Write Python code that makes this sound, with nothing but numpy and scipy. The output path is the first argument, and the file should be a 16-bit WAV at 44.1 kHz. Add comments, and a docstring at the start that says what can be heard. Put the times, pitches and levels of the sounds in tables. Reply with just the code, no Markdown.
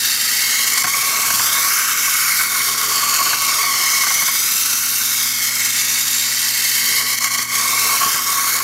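"""A bright plastic whirr starts at once: a wind-up toy car loops twice around a map on a table, near a microphone.
Impulses of meeting gear teeth, and the sprays of their rebounds, excite a resonant shell and its whining modes.
The wheels rattle, roll and drum on the board, most of all on its hollow half, with bumps and snags of the works.
Near echoes with moving delays comb-filter the whirr; a short room tail, mains hum and low noise lie under it."""
import sys
import numpy as np
from scipy import signal
from scipy.fft import rfft, irfft
from scipy.io import wavfile
from scipy.ndimage import uniform_filter1d, map_coordinates

SR = 44100
rng = np.random.default_rng(int(sys.argv[2]) if len(sys.argv) > 2 else 0)


def to_wav(sig):
    """Store sig (one row per channel, or 1-D mono) as 16-bit WAV at the path in sys.argv[1].

    Samples outside -1..1 are clipped; the rate is SR.
    """
    pcm = np.clip(np.atleast_2d(sig), -1, 1) * 32767
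    pcm = np.round(pcm).astype(np.int16)
    wavfile.write(sys.argv[1], SR, pcm.T)  # frames by channels


N = 380583
TIME = np.arange(N) / SR  # s


def amp(db):
    """Logarithmic level: decibels become an amplitude ratio."""
    return 10 ** (np.asarray(db) / 20)


def evened(x):
    """Energy normalisation: the signal is scaled to rms 1."""
    return x / np.sqrt(np.mean(x ** 2) + 1e-20)


def curves(rows):
    """Linear interpolation: each column of a table becomes a curve in time."""
    s, *columns = np.transpose(rows)
    return [np.interp(TIME, s, column) for column in columns]


def wander(rate_hz):
    """Low-pass noise: a random fluctuation of rms 1, mostly slower than the given rate."""
    size = 2 ** 19
    hz = np.fft.rfftfreq(size, 1 / SR)
    spectrum = rfft(rng.standard_normal(size)) / (1 + (hz / rate_hz) ** 2)
    return evened(irfft(spectrum)[:N])


def colour(x, spectrum, peaks=(), size=4096):
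    """Minimum-phase filtering: a broad spectrum with peaks and hollows shapes the source causally."""
    hz = np.abs(np.fft.fftfreq(size, 1 / SR))
    f, db = np.transpose(spectrum)
    db = np.interp(np.log(hz + 1), np.log(f), db)
    for centre, width, height in peaks:
        db = db + height / (1 + (2 * (hz - centre) / width) ** 2)
    # the Hilbert transform of the log magnitude gives the minimum phase
    response = np.exp(np.conj(signal.hilbert(np.log(amp(db)))))
    taps = np.fft.ifft(response).real
    return signal.oaconvolve(x, taps[:size // 2])[:len(x)]


def ring(x, modes):
    """Modal resonance: decaying modes are driven; a second, wider pass keeps their skirts dark."""
    out = 0
    for hz, width, db in modes:
        once = signal.lfilter(*signal.iirpeak(hz, hz / width, SR), x)
        twice = signal.lfilter(*signal.iirpeak(hz, hz / (6 * width), SR), once)
        out = out + amp(db) * twice
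    return out


def drift(x, depth_db, width_hz, hold_s, size=1024):
    """Spectral modulation: bands swell and fade at random, smoothed over frequency and time."""
    hz, t, z = signal.stft(x, SR, nperseg=size)
    across = max(1, round(width_hz / hz[1]))
    along = max(1, round(hold_s / t[1]))
    field = rng.standard_normal((len(t), len(hz))).T
    for _ in range(2):
        field = uniform_filter1d(uniform_filter1d(field, across, 0), along, 1)
    return signal.istft(z * amp(depth_db * evened(field)), SR, nperseg=size)[1][:N]


# Partials of the mains hum: (frequency [Hz], relative level [dB])
HUM_PARTIALS = [(120, -0.5), (240, -0.5)]
# Swell of the hum, added to each partial's level: (time [s], level [dB])
HUM_SWELL = [(0, -50.5), (1.1, -52), (1.35, -47), (1.85, -53.5), (2.35, -49.5), (3.25, -48.5), (4.2, -53.5),
             (5.55, -46.5), (6.6, -48.5), (7.85, -45.5), (8.1, -50), (8.63, -47.5)]


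def mains_hum():
    """Harmonic superposition: steady mains partials share one swelling and fading envelope."""
    hum_db, = curves(HUM_SWELL)
    hum = 0
    for hz, db in HUM_PARTIALS:
        hum = hum + amp(db) * np.sqrt(2) * np.sin(2 * np.pi * (hz * TIME + rng.random()))
    return amp(hum_db) * hum


# Spectrum of the low room noise: (frequency [Hz], relative level [dB])
ROOM_NOISE_SPECTRUM = [(20, -47), (45, -39), (70, 0), (130, -3.5), (260, 5.5), (500, -14.5), (1500, -18),
                       (15000, -44)]


def room_noise():
    """Stationary noise: white noise is coloured towards the bass."""
    return amp(-51.5) * evened(colour(rng.standard_normal(N), ROOM_NOISE_SPECTRUM))


def room(x, t60, size=10000, count=24):
    """Reverberation: sparse, decaying reflections whose pattern crossfades at equal power along the run."""
    t = np.arange(size) / SR
    out = 0
    for spot in range(count + 1):
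        nearness = np.sqrt(np.maximum(1 - abs(np.arange(N) * count / N - spot), 0))
        sparse = (rng.random(size) < .1) * (t > .002)
        taps = rng.standard_normal(size) * sparse * amp(-60 * t / t60)
        out = out + signal.oaconvolve(x * nearness, taps / np.linalg.norm(taps))[:N]
    return out


# Near surfaces: (delay for a car at 0, 0 [ms], change to the right [ms/cm], change away [ms/cm],
# signed strength [ratio])
NEAR_SURFACES = [(1.275, .0105, -.028, -.25), (1.44, .0105, -.028, .17), (1.05, .012, -.004, .09),
                 (1.25, .022, -.016, .09), (3, .015, -.035, .09), (1.5, -.013, .03, .08)]


def sliding_echoes(x, right, away):
    """Comb filtering: duller reflections interfere with the direct sound, their delays following the car."""
    dull = signal.sosfiltfilt(signal.butter(1, 12000, fs=SR, output="sos"), x)
    out = x
    for lag_ms, ms_per_cm_right, ms_per_cm_away, strength in NEAR_SURFACES:
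        delay_ms = lag_ms + ms_per_cm_right * right + ms_per_cm_away * away
        delay = delay_ms * SR / 1000  # samples
        out = out + strength * map_coordinates(dull, [np.arange(N) - delay], order=3)
    return out


# Two loops around the map, corners rounded later:
# (time [s], right of the microphone [cm], away from it [cm])
ROUTE_POINTS = [(0, 18, 20), (.5, 3.5, 15.6), (1.5, -7.5, 26), (1.75, -15.5, 33), (2, -5, 36),
                (2.25, -3.5, 36.3), (2.5, -3, 30.8), (3.5, -13.5, 18.8), (3.75, -2, 15), (4, -2, 14.7),
                (4.75, 10, 29.9), (5.25, 15, 26), (5.8, 20, 19.2), (6.25, 19.5, 20.3), (7, 0.2, 16.3),
                (7.5, -0.5, 18.3), (8.25, -11.5, 26.1), (8.63, -18, 27.4)]
STEER_S = 0.36  # time over which the car rounds a corner
BEAM_RAD = 0.58  # angle from the nose to the front corner


def travel():
    """Source directivity: position [cm] and how squarely the front corner faces the microphone (-1 to 1)."""
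    steer = round(STEER_S * SR)
    right, away = (uniform_filter1d(c, steer, mode="nearest") for c in curves(ROUTE_POINTS))
    place = right + 1j * away
    heading = np.angle(np.gradient(place))
    to_microphone = np.angle(-place)
    return right, away, np.cos(heading - to_microphone + BEAM_RAD)


# The works catch or lurch free: (time [s], half length to 1/e of the dB change [s], change [dB])
SNAG_EVENTS = [(.675, .012, 3), (0.78, 0.0045, 5), (0.832, 0.0035, -10), (0.863, 0.0032, -12),
               (.913, 0.02, -5), (2.297, 0.0051, 1), (2.415, 0.011, 2.5), (2.486, 0.031, -3),
               (2.771, 0.011, -2), (2.868, 0.013, -2), (3.373, 0.038, -2.5), (4.06, 0.0076, -4.5),
               (5.33, 0.072, -2.5), (5.717, 0.016, -4), (7.063, 0.028, -3), (7.164, 0.013, -7),
               (7.188, .0036, 6), (7.197, 0.0085, -12), (7.244, 0.0048, 6.5), (7.294, 0.011, -8),
               (7.34, 0.0088, 0.5), (7.37, .006, -7), (7.386, .006, 4), (7.429, .007, 6),
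               (7.465, 0.05, -8.5), (7.555, 0.0044, 4), (8.223, 0.052, -4)]


def snags():
    """Amplitude modulation: brief Gaussian dips and surges of the car's level [dB]."""
    return sum(db * np.exp(-((TIME - s) / half) ** 2) for s, half, db in SNAG_EVENTS)


# Wheels bump on the board: (time [s], relative knock peak [dB], relative thud-to-knock level [dB])
BUMP_EVENTS = [(0.779, -16, -34), (0.843, -8.5, -27), (.871, -14, -37), (1.304, -11, -29),
               (1.337, -18, -18.5), (1.396, -8.5, -33), (1.58, -14, -38), (2.411, -21, -38),
               (3.215, -14, -25), (3.265, -13, -25), (3.33, -8.5, -35), (4.036, -10, -35),
               (4.068, -10, -39), (4.106, -11.5, -39), (4.18, -15.5, -28), (4.221, -14.5, -25),
               (4.281, -13, -34.5), (7.385, -25, -15), (8.029, -11.5, -24), (8.06, -18, -14),
               (8.144, -14, -22)]
# Spectrum of the table's thud: (frequency [Hz], relative level [dB])
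THUD_SPECTRUM = [(30, -31), (90, -8), (150, -6), (300, -4.5), (600, -15.5), (1500, -32), (15000, -70)]
# Spectrum of knocks and of wheel rattle: (frequency [Hz], relative level [dB])
RATTLE_SPECTRUM = [(100, -30), (750, -36), (950, -14.5), (1250, 3), (1550, 4), (1800, -5), (2800, -11),
                   (5000, -18.5), (15000, -64)]
# Modes of the board, for knocks and drumming: (frequency [Hz], width [Hz], relative level [dB])
BOARD_MODES = [(1111.3, 42.4, 1), (1146, 154, -10.5), (987, 74, -18), (745, 62, -15.5)]


def bumps(size=4096):
    """Impact excitation: each blow with a short rattle makes the board knock and the table thud."""
    out = np.zeros(N + 2 * size)
    t = np.arange(size) / SR
    for s, db, thud_db in BUMP_EVENTS:
        blow = rng.standard_normal(size) * np.exp(-t / 0.0076)
        blow[0] += 8  # the first contact
        knock = colour(blow, RATTLE_SPECTRUM) + amp(14) * ring(blow, BOARD_MODES)
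        knock = knock / abs(knock).max()
        thud = colour(rng.standard_normal(size) * np.exp(-t / 0.014), THUD_SPECTRUM)
        thud = thud / abs(thud).max()
        out[round(s * SR):][:size] += amp(db - 0.5) * (knock + amp(thud_db + 8) * thud)
    return out[:N]


def tooth_clicks(rate_hz, jitter, spread_db):
    """Impulse train: one click of uneven size for each tooth that meets the next."""
    turns = np.cumsum(rate_hz * np.exp(jitter * wander(150))) / SR
    hits = np.diff(np.floor(turns), prepend=0)
    return evened(hits * amp(spread_db * (2 * rng.random(N) - 1)))


# the gears slow as the spring unwinds; the governor's teeth meet faster than the drive gear's
DRIVE_HZ, SAG_HZ_PER_S, GOVERNOR_RATIO = 394.9, 6, 1.54


def chatter(rebound_db, settle_s, flutter_db):
    """Repeated impact: two gears click, and loose teeth rebound in a spray that surges after each click."""
    drive_hz = DRIVE_HZ - SAG_HZ_PER_S * TIME
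    drive = tooth_clicks(drive_hz, jitter=.14, spread_db=6.5)
    governor = tooth_clicks(GOVERNOR_RATIO * drive_hz, jitter=.14, spread_db=2.5)
    clicks = drive + amp(5.5) * governor
    looseness = evened(signal.lfilter([1], [1, -np.exp(-1 / (settle_s * SR))], clicks))
    spray = (looseness + .5) * (2 * rng.random(N) - 1)
    mixed = evened(clicks - clicks.mean()) + amp(rebound_db) * evened(spray)
    return evened(mixed * amp(flutter_db * wander(40)))


# Spectrum of the rolling rumble: (frequency [Hz], relative level [dB])
ROLLING_SPECTRUM = [(40, -15), (70, -11), (130, -2.5), (300, -2.5), (450, 2.5), (580, -6.5), (750, -4),
                    (950, 0), (1400, -12.5), (15000, -57)]
# the left half of the board lies hollow, most of all around its middle
FOLD_CM, FOLD_WIDTH_CM, HOLLOW_RIGHT_CM, HOLLOW_AWAY_CM, HOLLOW_REACH_CM = 4.3, 2.1, -9.5, 20.9, 19.2
# level on the firm half (dB), gain over a full hollow (dB); the drumming grows along the run
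DRUM_DB, DRUM_HOLLOW_DB, DRUM_RISE_DB_PER_S = -48, 22.5, 0.34
ROLL_DB, ROLL_HOLLOW_DB, ROLL_DB_PER_CM_AWAY = -47, 6.5, -0.12
# the rattle grows towards the far left corner
RATTLE_DB, RATTLE_DB_PER_CM_RIGHT, RATTLE_DB_PER_CM_AWAY = -32.5, -0.19, 0.37


def wheels(right, away):
    """Structure-borne sound: wheels rattle and shake the board, which drums and rumbles where it is hollow."""
    off_middle = np.hypot(right - HOLLOW_RIGHT_CM, away - HOLLOW_AWAY_CM)
    left_of_fold = 1 / (1 + np.exp((right - FOLD_CM) / FOLD_WIDTH_CM))
    hollow = np.exp(-(off_middle / HOLLOW_REACH_CM) ** 2) * left_of_fold
    beyond = away - HOLLOW_AWAY_CM
    drum_db = DRUM_DB + DRUM_HOLLOW_DB * hollow + DRUM_RISE_DB_PER_S * TIME
    roll_db = ROLL_DB + ROLL_HOLLOW_DB * hollow + ROLL_DB_PER_CM_AWAY * beyond
    rattle_db = RATTLE_DB + RATTLE_DB_PER_CM_RIGHT * right + RATTLE_DB_PER_CM_AWAY * beyond
    drum = ring(chatter(rebound_db=5.5, settle_s=0.0025, flutter_db=2.5), BOARD_MODES)
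    rattle = colour(chatter(rebound_db=13.5, settle_s=0.0086, flutter_db=2.0), RATTLE_SPECTRUM)
    rattle = drift(rattle, depth_db=1.66, width_hz=130, hold_s=1.0)
    roll = colour(chatter(rebound_db=3.5, settle_s=0.0061, flutter_db=1.5), ROLLING_SPECTRUM)
    roll = drift(roll, depth_db=2.0, width_hz=45, hold_s=.18, size=2048)
    return amp(drum_db) * evened(drum) + amp(rattle_db) * evened(rattle) + amp(roll_db) * evened(roll)


# Gear sound along the run: (time [s], relative rasp level [dB], relative tooth fizz level [dB])
GEAR_LEVELS = [(0, -18.5, -22.5), (.3, -19, -22.5), (1, -19.5, -22.5), (1.65, -20, -19.5),
               (1.95, -21, -22.5), (2.38, -20.5, -20.5), (2.6, -21, -22), (3.7, -18.5, -23),
               (4.6, -20, -20), (4.85, -21.5, -21.5), (5.2, -19, -21.5), (6.35, -18, -23), (6.85, -18, -20),
               (7.3, -21, -24.5), (7.9, -19, -20), (8.63, -22, -21.5)]
# Relative level of the whine: (time [s], level [dB])
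WHINE_SWELL = [(0, -29), (.3, -23), (.72, -24), (1.4, -26.5), (1.6, -26.5), (2, -28.5), (2.33, -23.5),
               (2.9, -24), (3.55, -25.5), (4.1, -23.5), (4.7, -34), (5, -31), (5.7, -21.5), (6.05, -26),
               (6.85, -22.5), (7.65, -25), (8.15, -25), (8.63, -27.5)]
# Broad spectrum of the gears: (frequency [Hz], relative level [dB])
GEAR_SPECTRUM = [(100, -35), (600, -30), (900, -13.5), (1400, -17.5), (1750, -5), (2500, -10.5),
                 (3500, -4.5), (4300, 0), (6000, 1), (8500, -4.5), (10000, -3.5), (12000, -3), (14000, -6),
                 (15700, -13)]
# Peaks and hollows of the plastic shell: (frequency [Hz], width [Hz], height [dB])
SHELL_PEAKS = [(2660, 220, 8), (3160, 315, 8), (3390, 230, -4.5), (3640, 190, 4), (4770, 340, 0),
               (5370, 900, 2.5), (6370, 170, -2), (6640, 320, 6.5), (6900, 200, -0.5), (7420, 220, 6.5),
               (12200, 300, 5), (12530, 300, -8), (13100, 330, 4)]
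# Whining modes of the shell: (frequency [Hz], width [Hz], relative level [dB])
WHINE_MODES = [(2176, 62, 0), (2110, 70, -7), (1980, 100, -7)]
# Beamed mode, louder when the front corner faces the microphone:
# (frequency [Hz], width [Hz], relative level [dB])
FLANK_MODE = [(4497, 143, 0)]
# Beamed mode, softer when that corner faces the microphone:
# (frequency [Hz], width [Hz], relative level [dB])
TAIL_MODE = [(6020, 310, 0)]
# relative level side-on to the beam (dB), gain when the corner faces the microphone (dB)
FLANK_DB, FLANK_NOSE_DB = -30, 5
TAIL_DB, TAIL_NOSE_DB = -32, -7.5
# the flank's beam fades beyond the near side of the table
NEAR_CM, FLANK_DB_PER_CM_AWAY = 16.3, -0.4358


def clockwork(nose, away):
    """Source and resonator: gear chatter sounds through the shell and keeps its strongest modes whining."""
    rasp_db, fizz_db = curves(GEAR_LEVELS)
    whine_db, = curves(WHINE_SWELL)
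    flank_db = FLANK_DB + FLANK_NOSE_DB * nose + FLANK_DB_PER_CM_AWAY * (away - NEAR_CM)
    tail_db = TAIL_DB + TAIL_NOSE_DB * nose
    teeth = chatter(rebound_db=11, settle_s=0.00089, flutter_db=1.05)
    teeth = colour(teeth, GEAR_SPECTRUM, SHELL_PEAKS)
    teeth = drift(teeth, depth_db=1.3, width_hz=300, hold_s=.25)
    rasp = signal.sosfiltfilt(signal.butter(4, 8200, fs=SR, output="sos"), teeth)
    fizz = teeth - rasp  # the top is beamed more narrowly, so it has its own level
    gears = amp(rasp_db - 1.77) * evened(rasp) + amp(fizz_db + 0.6) * evened(fizz)
    buzz = chatter(rebound_db=7, settle_s=0.0026, flutter_db=1.56)
    flank = amp(flank_db) * evened(ring(buzz, FLANK_MODE))
    tail = amp(tail_db) * evened(ring(buzz, TAIL_MODE))
    whine = amp(whine_db - 2.0) * evened(ring(buzz, WHINE_MODES))
    return gears + flank + tail + whine


def scene():
    """Superposition: the car, its echoes, the room and the background, alike in both channels."""
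    right, away, nose = travel()
    works = amp(-0.72) * sliding_echoes(clockwork(nose, away), right, away)
    car = amp(snags()) * (works + wheels(right, away)) + bumps()
    heard = car + amp(-12.0) * room(car, t60=0.14) + mains_hum() + room_noise()
    return np.tile(heard, (2, 1))


def record(dry):
    """Saturation and band limiting: the highest peaks are rounded off and the top treble is cut."""
    rounded = dry / (1 + (dry / .75) ** 6) ** (1 / 6)
    lowpass = signal.firwin(1023, 15780, window=("kaiser", 9), fs=SR)  # cutoff in Hz
    return signal.oaconvolve(rounded, lowpass[None], "same")


dry = scene()
out = record(dry)
to_wav(out)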